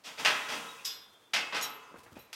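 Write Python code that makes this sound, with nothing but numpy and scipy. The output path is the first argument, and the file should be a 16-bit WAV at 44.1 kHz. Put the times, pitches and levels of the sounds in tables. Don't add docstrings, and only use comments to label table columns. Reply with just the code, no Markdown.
import sys
import numpy as np
from scipy import signal
from scipy.fft import rfft, irfft
from scipy.io import wavfile

SR = 44100
rng = np.random.default_rng(int(sys.argv[2]) if len(sys.argv) > 2 else 0)


def file_out(sig):
    cols = np.atleast_2d(sig).T
    lim = np.clip(cols, -1, 1)
    pcm = np.round(lim * 32767).astype(np.int16)
    wavfile.write(sys.argv[1], SR, pcm)


N = 103635
T = np.arange(2 ** 16) / SR


def amp(db):
    return 10 ** (np.asarray(db) / 20)


def unit(x):
    return x / np.sqrt(np.mean(x ** 2) + 1e-20)


def curve_at(points, hz):
    f, value = np.transpose(points)
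    return np.interp(np.log(hz + 1), np.log(f + 1), value)


def add(mix, start, sound):
    part = mix[max(round(start * SR), 0):][:len(sound)]
    part += sound[:len(part)]


def freqs(x):
    return np.fft.rfftfreq(len(x), 1 / SR)


def colour(x, eq):
    return unit(irfft(rfft(x) * amp(curve_at(eq, freqs(x))), len(x)))


def treble_shelf(x, db, edge_hz=4300):
    return irfft(rfft(x) * amp(db / (1 + (edge_hz / (freqs(x) + 1)) ** 2)))


def rise(seconds):
    return np.minimum(T / max(seconds, 1e-4), 1)


def grains(size, spread_db):
    return rng.standard_normal(size) * amp(spread_db * np.minimum(rng.exponential(1, size), 4))


def mode_cloud(count, uneven_db=4):
    bins = len(freqs(T))
    return (rng.permutation(bins) < count) * amp(uneven_db * np.clip(rng.standard_normal(bins), -2, 2))


def strike(cloud, eq, decay):
    phases = np.exp(2j * np.pi * rng.random(len(cloud)))
    sustained = colour(irfft(cloud * phases), eq)
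    hz, t, bands = signal.stft(sustained, SR, nperseg=256)
    fade = amp(-60 * t / curve_at(decay, hz)[:, None])
    return signal.istft(bands * fade, SR, nperseg=256)[1][:len(sustained)]


def flutter(depth_db=2.5, bandwidth_hz=55.4):
    noise = rng.standard_normal(len(T))
    wobble = irfft(rfft(noise) * np.exp(-(freqs(T) / bandwidth_hz) ** 2))
    return amp(depth_db * unit(wobble))


def ring(pitches, modes, twin_db=-9, max_beat_hz=18):
    out, wavering = np.zeros(len(T)), flutter()
    for hz, (db, t60) in zip(pitches, modes):
        phase, twin_phase, split, lag = rng.random(4)
        tone = np.sin(2 * np.pi * (hz * T + phase))
        twin = np.sin(2 * np.pi * ((hz + max_beat_hz * (2 * split - 1)) * T + twin_phase))
        envelope = amp(db - 60 * T / t60) * np.roll(wavering, int(lag * len(T)))
        out += envelope * (tone + amp(twin_db) * twin)
    return out


# f/Hz, level/dB
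AIR_EQ = [(25, -10), (65, 3.5), (150, 5), (400, 9.5), (1100, 7), (1700, 2.5), (5000, -4.5), (9000, -8.5),
          (16000, -15)]


def air():
    return amp(-65.5) * colour(rng.standard_normal(N), AIR_EQ)


# t/s, level/dB, attack/s, bass/dB, treble/dB, panel ring/dB,
# panel treble/dB, contact peak f/Hz, its boost/dB, gate modes/dB, post modes/dB
GATE_BLOWS = [(.036, -20.5, 0.042, 6.5, 14, 0.5, -4.5, 3300, 1, -2.5, -26),
              (.173, -15, 0.027, 10, 5, 3, 5.5, 2800, -2, -5, -4),
              (0.2484, -0.5, 0.00073, -8, -2, -1, 0, 2660, 3.5, 0.5, -29),
              (0.2581, -2, .0005, -2, -2.5, 1.5, -3.5, 1610, 6, -0.5, -26),
              (.482, -15.5, 0.011, 6.5, 4.5, 6, 1, 2360, 1.5, -1, -12),
              (.515, -20.5, 0.017, 13.5, 12.5, -4.5, 5.5, 230, 8, 0.5, -5),
              (.783, -32, 0.0086, -8.5, -9, -22, -8.5, 2560, 14.5, -21, -25),
              (1.334, -4, 0.0046, -2.5, 3.5, -2, -9.5, 5020, 1.5, -25, 0),
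              (1.361, -11.5, 0.00095, 4, -11, -7, 8, 2880, 7.5, -10, -2),
              (1.522, -13, 0.0089, 8.5, -7.5, -2, -2, 1020, 9.5, -31, -1.5),
              (1.545, -10.5, 0.0035, 2.5, -0.5, -1.5, -7, 1050, 6, -13, -5.5),
              (1.563, -14, 0.003, 3, 2.5, -2.5, -8, 1280, 10, -5, -10),
              (2.15, -33.5, 0.017, 3, -6, 1, 1, 2430, 6.5, 0, -15),
              (2.3288, -23.5, 0.0013, -3, 10, -22, 0, 11400, 9, -13, -4)]
# f/Hz, level/dB
TUBE_EQ = [(30, -70), (70, -30.5), (180, -16.5), (380, -16), (600, -7), (800, -5.5), (1250, -4.5),
           (1900, 0.5), (2700, 1.5), (4000, -4.5), (5200, -4), (7000, -14.5), (11000, -26), (14000, -27.5),
           (16000, -43)]
# f/Hz, t60/s
TUBE_DECAY = [(100, 0.72), (500, 0.5), (2000, 0.35), (5000, 0.31), (14000, 0.3)]
# f/Hz, level/dB
PANEL_EQ = [(40, -44), (120, -11.5), (250, -2), (350, -12), (460, 0.5), (600, -5), (750, -2), (1050, -0.5),
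            (1500, -2.5), (2600, -1), (3300, -2), (4200, -12), (7000, -15), (11000, -25.5), (16000, -30.5)]
# f/Hz, t60/s
PANEL_DECAY = [(100, 1.2), (280, 0.47), (450, 1.63), (700, 0.85), (1200, 1.466), (2400, 0.9), (5000, 1.2),
               (14000, 1.56)]
GATE_PITCHES = [296, 447, 618, 914, 1007, 1276, 1583, 1700, 1833, 1944, 2460, 2531, 3321, 4915]
# level/dB, t60/s
GATE_RING = [(-11.5, 0.74), (-19, 2.6), (-3, 0.51), (-11, .7), (-6.5, 1.43), (-11, 1.24), (-4.5, 0.58),
             (-8, .9), (-10.5, 1.2), (-7.5, 0.95), (-9, .7), (-3, 0.78), (-3, 0.42), (-7, 0.41)]
POST_PITCHES = [213, 460, 1023, 1066, 1292, 1475, 2050, 2167, 2598, 2806, 2948, 3238, 3924, 4968]
# level/dB, t60/s
POST_RING = [(-15.5, 0.64), (-20, 3.8), (-14, 1.4), (-16, 1.3), (-14, 1.2), (-5, 1.2), (6, .5), (-1, .75),
             (0.5, 1), (-9, 1), (3, 0.28), (-2, .7), (4.5, 0.13), (4, 0.18)]


def gate():
    out, hz = np.zeros(N), freqs(T)
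    tubes, panels = mode_cloud(count=2400), mode_cloud(count=2400)
    fade_out = np.clip(2 * (T[-1] - T) - .5, 0, 1)
    for (start, db, attack, bass_db, treble_db, panel_db, panel_treble_db,
         contact_hz, contact_db, gate_db, post_db) in GATE_BLOWS:
        crack = amp(-20.5) * colour(grains(len(T), spread_db=2), TUBE_EQ) * np.exp(-T / 0.0042)
        clash = amp(-22) * strike(tubes, TUBE_EQ, TUBE_DECAY)
        tail = treble_shelf(strike(panels, PANEL_EQ, PANEL_DECAY), panel_treble_db)
        tail *= amp(panel_db - 31) * rise(seconds=0.031)
        gate_tones = amp(gate_db - 36) * ring(GATE_PITCHES, GATE_RING)
        post_tones = amp(post_db - 38) * ring(POST_PITCHES, POST_RING)
        blow = crack + clash + tail + gate_tones + post_tones
        bell_db = contact_db / (1 + (np.log2((hz + 1) / contact_hz) / 0.15) ** 2)
        low_shelf_db = bass_db / (1 + (hz / 810) ** 2)
        blow = irfft(rfft(blow) * amp(bell_db + low_shelf_db))
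        blow = treble_shelf(blow, treble_db)
        add(out, start, amp(db) * rise(attack) * fade_out * blow)
    return out


# t/s, level/dB, f/Hz, t60/s
FITTING_PINGS = [(.49, -60, 8110, 1), (0.679, -49.5, 3803, 0.35), (1.692, -41.5, 12200, 0.25),
                 (1.82, -70, 6700, 0.31), (1.825, -63.5, 6180, .3), (1.865, -65, 4930, 0.28),
                 (2.188, -56.5, 3970, 0.29)]


def fittings():
    out = np.zeros(N)
    for start, db, hz, t60 in FITTING_PINGS:
        add(out, start, rise(seconds=0.014) * ring([hz], [(db, t60)]))
    return out


# f/Hz, level/dB
SCRAPE_EQ = [(100, -23.5), (750, -24), (1050, -15), (2400, -12), (2950, -5), (4000, -6.5), (5200, -1),
             (7000, -3), (9000, -9.5), (11500, -13.5), (12500, -18), (16000, -23)]
# f/Hz, t60/s
SCRAPE_DECAY = [(500, 1), (3000, 0.47), (6000, 0.23), (14000, 0.21)]


def clinks(hits, pitches, modes, tones_db, scrape_db, sparkle_above_hz=11000):
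    out, body = np.zeros(N), mode_cloud(count=1100)
    for start, db, attack, scrape_trim_db, sparkle_db in hits:
        voiced = [(level + sparkle_db * (hz > sparkle_above_hz), t60)
                  for hz, (level, t60) in zip(pitches, modes)]
        tones = amp(tones_db) * ring(pitches, voiced)
        scrape = amp(scrape_db + scrape_trim_db) * strike(body, SCRAPE_EQ, SCRAPE_DECAY)
        add(out, start, amp(db) * rise(attack) * (tones + scrape))
    return out


# t/s, level/dB, attack/s, scrape/dB, sparkle/dB
LATCH_DROPS = [(.8465, 1.5, 0.0065, 0.5, 2), (.925, -16, .004, 1, 7)]
LATCH_PITCHES = [3235, 3521, 3806, 4129, 4950, 5015, 5071, 5214, 5502, 5620, 5750, 6691, 12240, 12600]
# level/dB, t60/s
LATCH_RING = [(-21.5, 2.06), (-8, 1), (-8.5, .52), (-11, 0.57), (-2, 0.46), (-2, 0.38), (2, 0.41), (-1, .4),
              (-4, 0.39), (-6, 0.35), (-4, 0.39), (-9, 0.22), (-10, 0.47), (-4, .2)]


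def latch():
    return clinks(LATCH_DROPS, LATCH_PITCHES, LATCH_RING, tones_db=-40, scrape_db=-35.5)


# peak t/s, level/dB, half-width/s
STRAW_SWELLS = [(1.136, -64, 0.0075), (1.23, -69, .015), (1.994, -59, 0.015), (2.039, -57.5, 0.0037),
                (2.061, -65.5, 0.024), (2.125, -60, 0.0068), (2.176, -62.5, 0.037), (2.236, -69, 0.022)]
# f/Hz, level/dB
STRAW_EQ = [(200, 2.5), (1200, 2.5), (2600, -0.5), (5000, -3), (9000, -5.5), (16000, -10)]


def straw():
    t = np.arange(N) / SR
    swells = sum(amp(db) * np.exp(-.5 * ((t - peak) / width) ** 2) for peak, db, width in STRAW_SWELLS)
    return swells * colour(grains(N, spread_db=8.5), STRAW_EQ)


# t/s, level/dB, attack/s, scrape/dB, sparkle/dB
LINK_STRIKES = [(1.611, -7.5, 0.0012, 7.5, -16), (1.624, 0.5, 0.0031, -1.5, 0.5),
                (2.189, -28, 0.0052, -15, 14)]
LINK_PITCHES = [3915, 4129, 5566, 6705, 10790, 12188, 12600, 13160]
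# level/dB, t60/s
LINK_RING = [(-2.5, 0.29), (-13, 0.21), (1, 0.19), (1.5, 0.11), (-4.5, 0.14), (-4, 0.22), (-1, 0.22),
             (-7, 0.23)]


def link():
    return clinks(LINK_STRIKES, LINK_PITCHES, LINK_RING, tones_db=-37.5, scrape_db=-38.5)


# t/s, level/dB, decay/s, high cut f/Hz
FOOTFALLS = [(1.911, -58, 0.025, 490), (1.94, -45, 0.0092, 1190), (1.9577, -46, 0.009, 1490),
             (1.977, -54, 0.0091, 353), (2.058, -52.5, 0.027, 1840), (2.118, -52, 0.028, 260),
             (2.164, -44, 0.015, 880), (2.19, -61, 0.036, 160)]


def footsteps(low_cut_hz=70, tail_db=-20.5, tail_s=0.12):
    out, hz = np.zeros(N), freqs(T)
    for start, db, decay, high_cut_hz in FOOTFALLS:
        band = 1 / np.sqrt((1 + (hz / high_cut_hz) ** 6) * (1 + (low_cut_hz / (hz + 1)) ** 6))
        thud = unit(irfft(rfft(rng.standard_normal(len(T))) * band))
        envelope = rise(seconds=0.0034) * (np.exp(-T / decay) + amp(tail_db) * np.exp(-T / tail_s))
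        add(out, start, amp(db) * envelope * thud)
    return out


def scene():
    return (latch() + link() + air() + footsteps() + straw() + gate() + fittings())[None]


def record(dry, low_cut_hz=60, high_cut_hz=15950):
    trimmed = signal.sosfilt(signal.butter(2, low_cut_hz, "highpass", fs=SR, output="sos"), dry)
    high_cut = signal.firwin(511, high_cut_hz, window=("kaiser", 9), fs=SR)
    return signal.oaconvolve(trimmed, high_cut[None], "same")


dry = scene()
out = record(dry)
file_out(out)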